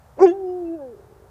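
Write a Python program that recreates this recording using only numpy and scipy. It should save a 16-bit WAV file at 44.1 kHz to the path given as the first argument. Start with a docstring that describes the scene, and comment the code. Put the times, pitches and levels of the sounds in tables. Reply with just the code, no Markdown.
"""The low hum and wash of a distant town is heard first: steady coloured noise.
Then, a few steps away on an open grass field, a dog gives one short howl: a loud, raspy woof thins
to a pure held note and slides down. It is a sum of harmonics with noise pulsed by the vocal folds.
A faint creaky growl ends it: irregular pulses ring damped resonances. Decaying noise adds scatter."""
import sys
import numpy as np
from scipy import signal
from scipy.fft import rfft, irfft
from scipy.io import wavfile

SR = 44100
rng = np.random.default_rng(int(sys.argv[2]) if len(sys.argv) > 2 else 0)


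def log_audio(samples):
    """Write samples as a 16-bit WAV file to the path given in sys.argv[1]."""
    # one column per channel
    frames = np.atleast_2d(samples).T
    # limit to full scale, then quantise
    limited = np.clip(frames, -1, 1)
    pcm = np.round(limited * 32767).astype(np.int16)
    wavfile.write(sys.argv[1], SR, pcm)


N = 57330
T = np.arange(N) / SR  # t/s

# Spectrum of the distant town: f/Hz, relative level/dB per Hz
TOWN_SPECTRUM = [(15, -23), (35, -17.5), (48, -6), (62, 1), (110, -2), (160, -7), (220, -14.5),
                 (320, -26.5), (480, -13.5), (820, -13), (1100, -17.5), (1600, -22.5), (2050, -30),
                 (2800, -35), (8000, -37), (15000, -39)]
TOWN_DB = -52

# Spectra of three bursts of air, from dull to bright: f/Hz, relative level/dB per Hz
PUFF_SPECTRUM = [(80, -27), (250, -22), (400, 2.5), (550, -10), (900, -24.5), (2000, -40.5), (16000, -79.5)]
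RASP_SPECTRUM = [(80, -40.5), (230, -24.5), (380, 0), (560, 3.5), (850, -7.5), (1200, -17.5), (1600, -18),
                 (2200, -26.5), (3000, -43), (4000, -51), (16000, -81.5)]
HISS_SPECTRUM = [(2000, -38), (4000, -21.5), (5200, -17.5), (5800, 5), (6400, -14), (8000, -19),
                 (9500, -27.5), (15000, -31)]
PUFF_AT_S, RASP_AT_S, HISS_AT_S = 0.174, 0.193, 0.223  # peak times
# Swell of each burst: peak level/dB, rise/(dB per s), fall/(dB per s)
PUFF_SWELL = (-34.5, 4200, 173)
RASP_SWELL = (-26.5, 2000, 234)
HISS_SWELL = (-46, 810, 540)

FIELD_DB, FIELD_T60_S = -36, 0.8  # scatter relative to the dog; time to decay by 60 dB

# Course of the howl: t/s, pitch f/Hz, first harmonic level/dB, second harmonic level/dB
HOWL = [(0.2, 311.1, -33, -34.5), (0.204, 323.3, -22.5, -31), (0.224, 377.4, -6, -21.5),
        (0.232, 390, -5, -15.5), (0.25, 387.5, -5, -16), (0.258, 379.6, -9, -27.5),
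        (0.262, 357, -12, -43.5), (0.274, 340, -14.5, -24), (0.31, 341.6, -18.5, -39.5),
        (0.33, 388.4, -27, -36), (0.376, 396, -32.5, -44), (0.47, 364.1, -25.5, -39.5),
        (0.582, 360.7, -28.5, -39.5), (0.662, 333.8, -28.5, -45.5), (0.714, 329.8, -27, -42),
        (0.75, 335.5, -28.5, -38.5), (0.784, 302, -42, -42), (0.824, 274.5, -45, -33.5),
        (0.922, 227.8, -53.5, -41.5), (0.94, 201.0, -56, -40)]
ATTACK_S, RELEASE_S, SCOOP_HZ_PER_S = 0.019, 0.0065, 2900  # the voice scoops up into the woof
JITTER, JITTER_HZ = 0.00083, 144  # rms fraction of the pitch, and its fastest motion
ONSET_JITTER, SETTLE_S = 0.049, 0.012  # extra jitter, dying away as the folds settle
BREAK_JITTER, BREAK_S = 0.011, 0.0059  # extra jitter as the voice cracks
SHIMMER_DB, SHIMMER_HZ = 0.44, 70  # rms wavering of the voice level

# Overtones of the woof, before the trims below: t/s, third harmonic level/dB,
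# middle overtones level/dB, treble level/dB
OVERTONES = [(0.184, -47, -59.5, -62), (0.204, -28, -42, -57), (0.224, -24.5, -32.5, -47.5),
             (0.25, -54.5, -43.5, -43.5), (0.264, -32, -34, -62), (0.278, -41.5, -39, -52),
             (0.3, -64.5, -39.5, -56), (0.35, -63, -75.5, -83.5)]
THIRD_TRIM_DB, MIDDLE_TRIM_DB, TREBLE_TRIM_DB = -1, -2, -1.5
TREBLE_HZ = 4150  # the middle overtones pass into the treble here
# Throat and mouth resonance: f/Hz, relative gain/dB when open, relative gain/dB when narrowed
THROAT = [(1200, 9, 0.5), (1550, 4.5, -4), (1750, 2.5, 2.5), (2050, -5.5, -12.5), (2350, -1, -16),
          (2700, -18, 1.5), (3080, -21.5, -15), (3355, -26.5, -1), (3800, -35, -24.5), (4540, -19.5, -25),
          (4650, -1, -23.5), (5250, -5, -26.5), (5500, -13, -14.5), (5850, -12, -26), (6200, -14, -20.5),
          (6570, 1, -6), (7000, -14.5, -29.5), (7400, -10.5, -29.5), (8100, -18.5, -22.5),
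          (10000, -42, -43)]
NARROW_AT_S, NARROW_S = 0.273, 0.023  # midpoint and duration of the narrowing
DISPERSION = 0.49  # radians: the throat delays high overtones and smears each pulse
FLUTTER_DB, FLUTTER_HZ = 4.5, 45.5  # each overtone wavers on its own

# Brief flares of overtones in the held note and slide:
# t/s, half length to 1/e/s, harmonic number, level/dB
FLARES = [(0.354, 0.049, 4, -67), (.5, .03, 8, -71.5), (0.492, 0.051, 14, -72.5), (0.677, 0.021, 8, -63),
          (0.743, 0.021, 8, -71), (0.748, 0.066, 5, -67.5), (0.801, 0.019, 4, -60.5),
          (0.823, 0.026, 3, -48.5), (0.829, .018, 6, -62), (0.87, 0.043, 3, -56.5)]

# Course of the closing growl: t/s, pulse rate f/Hz, level/dB
GROWL = [(.945, 88, -44.5), (.975, 64, -47), (1.01, 56, -52.5), (1.1, 60, -53.5), (1.19, 50, -55.5),
         (1.265, 58.5, -53.5), (1.3, 60, -78)]
# Resonances of the nearly closed throat: f/Hz, bandwidth/Hz, relative level/dB
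GROWL_MODES = [(411.6, 72, 7), (543, 54, -8), (940, 230, -25)]
GROWL_JITTER, GROWL_SCATTER_DB = 0.25, 3.5  # rms unevenness of log rate and of pulse level

EDGE_HZ = 15300  # upper band limit


def amp(db):
    """Decibel law: level to amplitude ratio."""
    return 10 ** (np.asarray(db) / 20)


def unit(x):
    """Normalisation: scale to unit root-mean-square value."""
    return x / np.sqrt(np.mean(x ** 2) + 1e-20)


def curves(table):
    """Linear interpolation in time of each column of a control table."""
    s, *columns = np.transpose(table)
    return [np.interp(T, s, column) for column in columns]


def response(table, hz, axis=1):
    """Frequency response: table gain interpolated in dB over log frequency."""
    columns = np.transpose(table)
    return amp(np.interp(np.log(hz + 1), np.log(columns[0]), columns[axis]))


def noise(spectrum):
    """Spectral shaping: white noise filtered to a given colour, at unit level."""
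    gain = response(spectrum, np.fft.rfftfreq(N, 1 / SR))
    return unit(irfft(rfft(rng.standard_normal(N)) * gain, N))


def wander(hz):
    """Low-pass random process: a Gaussian filter leaves smooth motion of unit level."""
    lowpass = np.exp(-(np.fft.rfftfreq(N, 1 / SR) / hz) ** 2)
    return unit(irfft(rfft(rng.standard_normal(N)) * lowpass, N))


def swell(peak_s, db, rise, fall):
    """Exponential growth and decay: straight lines in dB on both sides of a peak."""
    return amp(db - np.maximum((peak_s - T) * rise, (T - peak_s) * fall))


def town():
    """Superposition of distant traffic and air: coloured noise of gently uneven level."""
    return noise(TOWN_SPECTRUM) * amp(TOWN_DB + 0.6 * wander(6))


def rushing_air(phase):
    """Turbulence modulated by the glottis: noise bursts pulse at the rate of the folds."""
    air = noise(PUFF_SPECTRUM) * swell(PUFF_AT_S, *PUFF_SWELL)
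    air = air + noise(RASP_SPECTRUM) * swell(RASP_AT_S, *RASP_SWELL)
    air = air + noise(HISS_SPECTRUM) * swell(HISS_AT_S, *HISS_SWELL)
    return air * unit(1 + 0.26 * np.cos(phase))


def field(x):
    """Diffuse scattering from grass and far fence: convolution with dull, decaying noise."""
    dull = signal.lfilter(*signal.butter(2, 2000, fs=SR), rng.standard_normal(N))
    tail = dull * amp(-60 * T / FIELD_T60_S)
    return amp(FIELD_DB) * signal.fftconvolve(x, tail / np.linalg.norm(tail))[:N]


def folds(pitch):
    """Phase as the integral of frequency: the folds shake at the start and at the crack."""
    early_s = HOWL[0][0] - T
    shake = JITTER + ONSET_JITTER * np.exp(np.minimum(early_s, 0) / SETTLE_S)
    shake = shake + BREAK_JITTER * np.exp(-((T - NARROW_AT_S) / BREAK_S) ** 2)
    scooped = pitch - SCOOP_HZ_PER_S * np.maximum(early_s, 0)
    return 2 * np.pi * np.cumsum(scooped * (1 + shake * wander(JITTER_HZ))) / SR


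def howl():
    """Harmonic series of a periodic source: two strong harmonics, overtones and pulsed air."""
    pitch, first_db, second_db = curves(HOWL)
    phase = folds(pitch)
    attack = np.clip((T - HOWL[0][0]) / ATTACK_S + 1, 0, 1)
    release = np.clip((HOWL[-1][0] - T) / RELEASE_S + 1, 0, 1)
    tone = -amp(first_db) * np.cos(phase) - amp(second_db) * np.cos(2 * phase)
    harmonics = tone + woof(pitch, phase) + flares(phase)
    shimmer = amp(SHIMMER_DB * wander(SHIMMER_HZ))
    # The root of two turns peak levels into rms levels
    voice = np.sqrt(2) * attack * release * harmonics * shimmer
    return voice + rushing_air(phase)


def woof(pitch, phase):
    """Source-filter principle: bright overtones shaped by a throat and mouth that narrow."""
    third_db, middle_db, treble_db = curves(OVERTONES)
    k = np.arange(4, 30)[:, None]  # harmonic numbers
    hz = k * pitch
    narrow = np.clip((T - NARROW_AT_S) / NARROW_S + 0.5, 0, 1)
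    gains = (1 - narrow) * response(THROAT, hz, axis=1) + narrow * response(THROAT, hz, axis=2)
    gains = gains * amp(FLUTTER_DB * np.array([wander(FLUTTER_HZ) for _ in k]))
    treble = 0.5 + 0.5 * np.tanh(10 * np.log(hz / TREBLE_HZ))  # share of each overtone
    partials = np.cos(k * phase - DISPERSION * k ** 2)
    out = -amp(third_db + THIRD_TRIM_DB) * np.cos(3 * phase)
    bands = [(gains * (1 - treble), middle_db + MIDDLE_TRIM_DB),
             (gains * treble, treble_db + TREBLE_TRIM_DB)]
    for band, db in bands:
        # Dividing by the norm lets the level curve alone set the band's power
        out = out + amp(db) * (band * partials).sum(0) / np.linalg.norm(band, axis=0)
    return out * np.clip((OVERTONES[-1][0] - T) / RELEASE_S, 0, 1)


def flares(phase):
    """Amplitude modulation: single harmonics swell and fade under Gaussian envelopes."""
    out = np.zeros(N)
    for s, half_s, k, db in FLARES:
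        envelope = np.exp(-((T - s) / half_s) ** 2)
        out = out + amp(db) * envelope * np.cos(round(k) * phase)
    return out


def growl():
    """Impulse excitation of resonators: slack folds flap unevenly and ring the throat."""
    rate, db = curves(GROWL)
    uneven_rate = rate * np.exp(GROWL_JITTER * wander(40))
    turns = np.cumsum(uneven_rate * (T >= GROWL[0][0])) / SR
    flaps = np.diff(np.ceil(turns), prepend=0)  # one impulse a turn
    flaps = flaps * amp(GROWL_SCATTER_DB * rng.standard_normal(N))
    t = T[:SR // 10]
    ring = np.zeros(len(t))
    for hz, width, level in GROWL_MODES:
        ring = ring + amp(level) * np.exp(-np.pi * width * t) * np.sin(2 * np.pi * hz * t)
    ring = ring * (1 - np.exp(-t / 0.0028))  # soft onset
    # The root evens out the power between fast and slow flapping
    pulses = flaps * amp(db) * np.sqrt(SR / rate)
    return signal.fftconvolve(pulses, ring / np.linalg.norm(ring))[:N]


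def scene():
    """Superposition of the dog, its scatter from the field and the town."""
    dog = howl() + growl()
    return (dog + field(dog) + town())[None]


def record(dry):
    """Band limitation: a linear-phase low-pass filter removes the highest frequencies."""
    lowpass = signal.firwin(511, EDGE_HZ, window=("kaiser", 9), fs=SR)
    return signal.oaconvolve(dry, lowpass[None], "same")


dry = scene()
out = record(dry)
log_audio(out)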